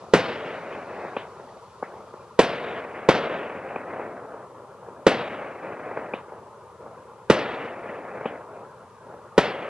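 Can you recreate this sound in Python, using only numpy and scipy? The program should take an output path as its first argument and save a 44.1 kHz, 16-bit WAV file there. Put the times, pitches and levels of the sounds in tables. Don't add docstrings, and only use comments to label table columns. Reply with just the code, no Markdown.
import sys
import numpy as np
from scipy import signal
from scipy.io import wavfile
from scipy.ndimage import uniform_filter1d

SR = 44100
rng = np.random.default_rng(int(sys.argv[2]) if len(sys.argv) > 2 else 0)


def wav_out(sig):
    wavfile.write(sys.argv[1], SR, np.round(np.clip(np.atleast_2d(sig).T, -1, 1) * 32767).astype(np.int16))


N = 427322

# start in seconds, push level in dB before filtering, push length in ms,
# lateness of its slaps in ms, extra level of its slaps in dB, roll brightness in dB per octave above 1 kHz.
BURST_EVENTS = [(0.1364, 18, 0.89, 3.5, 0.5, 0.45), (2.391, 16, 0.81, 0.1, -9, 1),
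                (3.088, 16.5, 0.69, -1.5, 0, -0.53), (5.0665, 17.5, 0.96, -2.5, 1.5, 0.2),
                (7.2997, 17.5, 0.98, 1.5, -4.5, 0.17), (9.379, 13.5, 0.95, 0.1, 0.1, 0.33)]
# start in seconds, relative level in dB, push length in ms,
# top of the scatter in Hz, tube ring in dB relative to the lift.
LIFT_EVENTS = [(1.166, -9, 0.45, 3600, -24), (1.8262, -9, 0.37, 2340, -44), (3.7598, -12, 0.59, 2570, -21),
               (6.1361, -11.5, 0.62, 3900, -15.5), (8.2561, -11, 1, 3440, -26)]
EARLIER_BURST_S = -1.76


def undb(db):
    return 10 ** (np.asarray(db) / 20)


def shape(table, hz):
    f, value = np.transpose(table)
    return np.interp(np.log(np.maximum(hz, 1)), np.log(f), value)


def coloured(db_of, alike, size=512):
    common, own = rng.standard_normal(N), rng.standard_normal((2, N))
    alike = np.clip(alike, 0, 1)
    white = np.sqrt(alike) * common + np.sqrt(1 - alike) * own
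    hz, s, z = signal.stft(white, SR, nperseg=size)
    z = z * undb(db_of(hz[:, None], s[None, :]))
    return np.sqrt(SR / 2) * signal.istft(z, SR, nperseg=size)[1][:, :N]


def walk(rate):
    hold = int(SR / rate)
    steps = np.repeat(rng.standard_normal(N // hold + 1), hold)
    return 1.08 * uniform_filter1d(steps, hold)[:N]


def blast(s, push_ms, pull):
    t = np.maximum(s, 0) * 1000 / push_ms
    return (s >= 0) * (t - 1) * np.exp(-pull * t)


def bursts():
    ground_s, wall_s, yard_s = 0.00205, 0.00415, 0.0113
    yard_db = -12
    out, t = np.zeros(N), np.arange(N) / SR
    for s, db, push, *_ in BURST_EVENTS:
        near = slice(int(s * SR) - 9, int(s * SR) + 2000)
        u = t[near] - s
        direct = blast(u, push, 0.91)
        ground = 2.2 * blast(u - ground_s, push, 1.18)
        wall = 1.37 * blast(u - wall_s, 2.6 * push, 2.55)
        yard = undb(yard_db) * blast(u - yard_s, 1.06 * push, 0.89)
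        out[near] += undb(db) * (direct + ground + wall + yard)
    return signal.sosfilt(signal.butter(2, 2200, fs=SR, output="sos"), out)


def answer(age):
    roll_db, roll_db_per_s = -33, -10.5
    # time after the blast in seconds, relative level in dB, rise in seconds, fall in seconds.
    swell_rows = [(0.36, -39, 0.099, 0.044), (0.59, -39, 0.019, 0.057), (0.9, -37, 0.1, 0.066),
                  (1.05, -43, 0.057, 0.053), (1.25, -45.5, 0.017, 0.086), (1.75, -44, 0.01, 0.16),
                  (2.05, -50.5, 0.16, 0.31)]
    power = undb(roll_db + roll_db_per_s * age) ** 2
    for s, db, rise, fall in swell_rows:
        width = np.where(age < s, rise, fall)
        power = power + undb(db) ** 2 * np.exp(-((age - s) / width) ** 2 / 2)
    return (age >= 0) * power


def roll():
    # frequency in Hz, relative density in dB per Hz.
    near_colour = [(30, -37), (100, -18), (200, -20), (300, -31.5), (500, -24), (900, -34), (1400, -34.5),
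                   (2000, -36.5), (3000, -39.5), (4500, -46), (7000, -54), (11500, -48.5)]
    # frequency in Hz, relative density in dB per Hz.
    far_colour = [(30, -32), (100, -34.5), (200, -28), (300, -32), (450, -25), (650, -26), (900, -32),
                  (1300, -36.5), (1800, -40.5), (2400, -45.5), (3000, -56), (4000, -58.5), (6000, -66),
                  (11500, -100)]
    # frequency in Hz, time constant in seconds.
    ageing = [(100, 0.039), (300, 0.13), (2000, 0.9), (4000, 0.49), (9000, 0.63)]
    lift_roll_db = -18.5

    t = np.arange(N) / SR
    starts = np.array([EARLIER_BURST_S] + [row[0] for row in BURST_EVENTS])
    bright = np.array([0] + [row[5] for row in BURST_EVENTS])

    def latest(s):
        return np.searchsorted(starts, s, "right") - 1

    def age(s):
        return s - starts[latest(s)]

    def echo_db(hz, s):
        young = np.exp(-age(s + 0.0049) / np.maximum(shape(ageing, hz), .02))
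        colour = shape(far_colour, hz) + (shape(near_colour, hz) - shape(far_colour, hz)) * young
        air = 2.5 * hz / 1000 * np.clip(age(s) - .95, 0, .6)
        tilt = bright[latest(s)] * np.log2(np.maximum(hz, 1000) / 1000)
        return colour - air + tilt

    echoes = coloured(echo_db, 1.0)
    coarse = t[::64]
    burst_power = sum(answer(coarse - s) for s in starts)
    lift_power = undb(lift_roll_db) ** 2 * sum(answer(coarse - row[0]) for row in LIFT_EVENTS)
    level = np.interp(t, coarse, np.sqrt(burst_power + lift_power))
    first_db = 14 * np.exp(-age(t) / 0.092) + 10 * np.exp(-age(t) / 0.0079)
    onset = np.clip((age(t) - .003) / 0.0027, 0, 1)
    lumps_db = 1.52 * walk(120) + 0.6 * walk(20)
    return onset * level * undb(first_db + lumps_db) * echoes


def slaps():
    # delay after the burst in seconds, relative level in dB.
    buildings = [(0.442, -24), (0.848, -16), (0.909, -13.5), (1.218, -25), (1.257, -22.5), (1.742, -31.5),
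                 (1.799, -22)]
    scatter_db, push_ms = 1, 0.58
    heard = [(EARLIER_BURST_S, 0)]
    heard += [(s + late / 1000, db) for s, _, _, late, db, _ in BURST_EVENTS]
    chance_db = scatter_db * rng.standard_normal((len(heard), len(buildings)))
    hits = []
    for (s, extra_db), chances in zip(heard, chance_db):
        for (lag, db), chance in zip(buildings, chances):
            hits.append((s + lag, db + extra_db + chance))
    hits.append((2.139, -22))
    return [(s, db, push_ms, 2200, -99) for s, db in hits if 0 < s < N / SR - .01]


def thumps(table, gain_db, dull_hz, bounce, lag_ms, crumble_db, crumble_s):
    tube_hz, tube_ring_s = 2440, 0.0012
    pushes, rest, t = np.zeros(N), np.zeros(N), np.arange(N) / SR
    chance = rng.standard_normal(N)
    for s, db, push, top_hz, ring_db in table:
        near = slice(int(s * SR), int((s + .2) * SR))
        u = t[near] - s
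        pushes[near] += undb(db) * (blast(u, push, 1.0) + bounce * blast(u - lag_ms / 1000, push, 0.98))
        scatter = signal.butter(5, [400, top_hz], "band", fs=SR, output="sos")
        crumble = undb(crumble_db) * signal.sosfilt(scatter, chance[near] * np.exp(-u / crumble_s))
        swell = (u / tube_ring_s) * np.exp(1 - u / tube_ring_s)
        ring = undb(ring_db) * np.sin(2 * np.pi * tube_hz * u) * swell
        rest[near] += undb(db) * (crumble + ring)
    pushes = signal.sosfilt(signal.butter(2, [230, dull_hz], "band", fs=SR, output="sos"), pushes)
    pushes = signal.sosfilt(signal.butter(2, 0.71 * dull_hz, fs=SR, output="sos"), pushes)
    return undb(gain_db) * (pushes + rest)


def night():
    # frequency in Hz, relative density in dB per Hz.
    murmur_colour = [(30, -85), (60, -73.5), (100, -65.5), (200, -82.5), (300, -84.5), (450, -78),
                     (650, -89.5), (900, -74), (1300, -79.5), (2000, -86.5), (3000, -91), (5000, -102),
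                     (11500, -115)]
    # frequency in Hz, density in dB per Hz.
    hiss_colour = [(30, -102), (300, -88), (2000, -92), (5000, -90.5), (11500, -88)]
    # time in seconds, density in dB per Hz at 4.5 kHz.
    fizz_levels = [(0, -85), (1.5, -86), (2.3, -88.5), (3, -105), (9.7, -105)]

    def fizz_db(hz, s):
        return np.interp(s, *np.transpose(fizz_levels)) - 9 * np.log2((hz + 1) / 4500) ** 2

    murmur = coloured(lambda hz, s: shape(murmur_colour, hz) + 0 * s, 0.95, size=2048)
    murmur = murmur * undb([[.8], [-.8]])
    fizz = coloured(fizz_db, 0.58, size=2048)
    hiss = coloured(lambda hz, s: shape(hiss_colour, hz) + 0 * s, 0.14, size=2048)
    return murmur + fizz + hiss


def scene():
    far = roll()
    far = far + thumps(LIFT_EVENTS, gain_db=4.6, dull_hz=1450, bounce=-1.48, lag_ms=2.97,
                       crumble_db=-22.5, crumble_s=0.039)
    far = far + thumps(slaps(), gain_db=2.7, dull_hz=1420, bounce=1.0, lag_ms=2.08,
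                       crumble_db=-16, crumble_s=0.012)
    sound = far * undb([[.65], [-.65]]) + night() + bursts()
    delay = np.sinc(np.arange(-8, 12) - 1.6) * np.hanning(20)
    left = np.convolve(sound[0], delay)[8:N + 8]
    return np.array([left, sound[1]])


def suppress(x, size=1024):
    edges = [0, 120, 170, 250, 340, 430, 520, 650, 770, 920, 1080, 1270, 1460, 1700, 2000, 2320, 2700, 3100,
             3500, 4000, 4700, 5500, 6500, 7700, 9500, 23000]
    # frequency in Hz, level in dB per Hz.
    thresholds = [(50, -99), (200, -94), (300, -75.5), (450, -85.5), (700, -74.5), (900, -78.5),
                  (1350, -81.5), (1580, -79.5), (2000, -79.5), (2500, -83.5), (2900, -83.5), (4500, -82),
                  (10000, -81)]
    depth_db, soft_db, close_s, smooth_s = 13.5, 1.48, 0.03, 0.016
    overlap = size - size // 4
    hz, s, z = signal.stft(x, SR, nperseg=size, noverlap=overlap)
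    hop_s = s[1] - s[0]
    band = np.searchsorted(edges, hz, "right") - 1
    member = band[None, :] == np.arange(len(edges) - 1)[:, None]
    power = member @ np.mean(abs(z) ** 2, axis=0) / member.sum(axis=1, keepdims=True)
    power = power * size * 4 / 3 / SR
    keep = np.exp(-hop_s / smooth_s)
    db = signal.lfilter([1 - keep], [1, -keep], 10 * np.log10(power + 1e-18) + 80) - 80
    centre = member @ hz / member.sum(axis=1)
    over = db - shape(thresholds, centre)[:, None]
    openness = 1 / (1 + np.exp(-np.clip(over / soft_db, -30, 30)))
    keep = np.exp(-hop_s / close_s)
    for i in range(1, len(s)):
        openness[:, i] = np.maximum(openness[:, i], keep * openness[:, i - 1])
    gain = undb(-depth_db * (1 - openness))[band]
    return signal.istft(z * gain, SR, nperseg=size, noverlap=overlap)[1][:, :N]


def record(dry):
    ceiling = (0.86, 1)
    top = np.array(ceiling)[:, None]
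    x = dry / (1 + abs(dry / top) ** 4) ** .25
    x = signal.sosfilt(signal.butter(1, 6330, fs=SR, output="sos"), x)
    x = signal.sosfilt(signal.butter(1, 269, "high", fs=SR, output="sos"), x)
    x = signal.sosfilt(signal.butter(2, 72, "high", fs=SR, output="sos"), x)
    x = np.clip(suppress(x), -.95, .95)
    return signal.sosfilt(signal.ellip(12, .2, 80, 11600, fs=SR, output="sos"), x)


dry = scene()
out = record(dry)
wav_out(out)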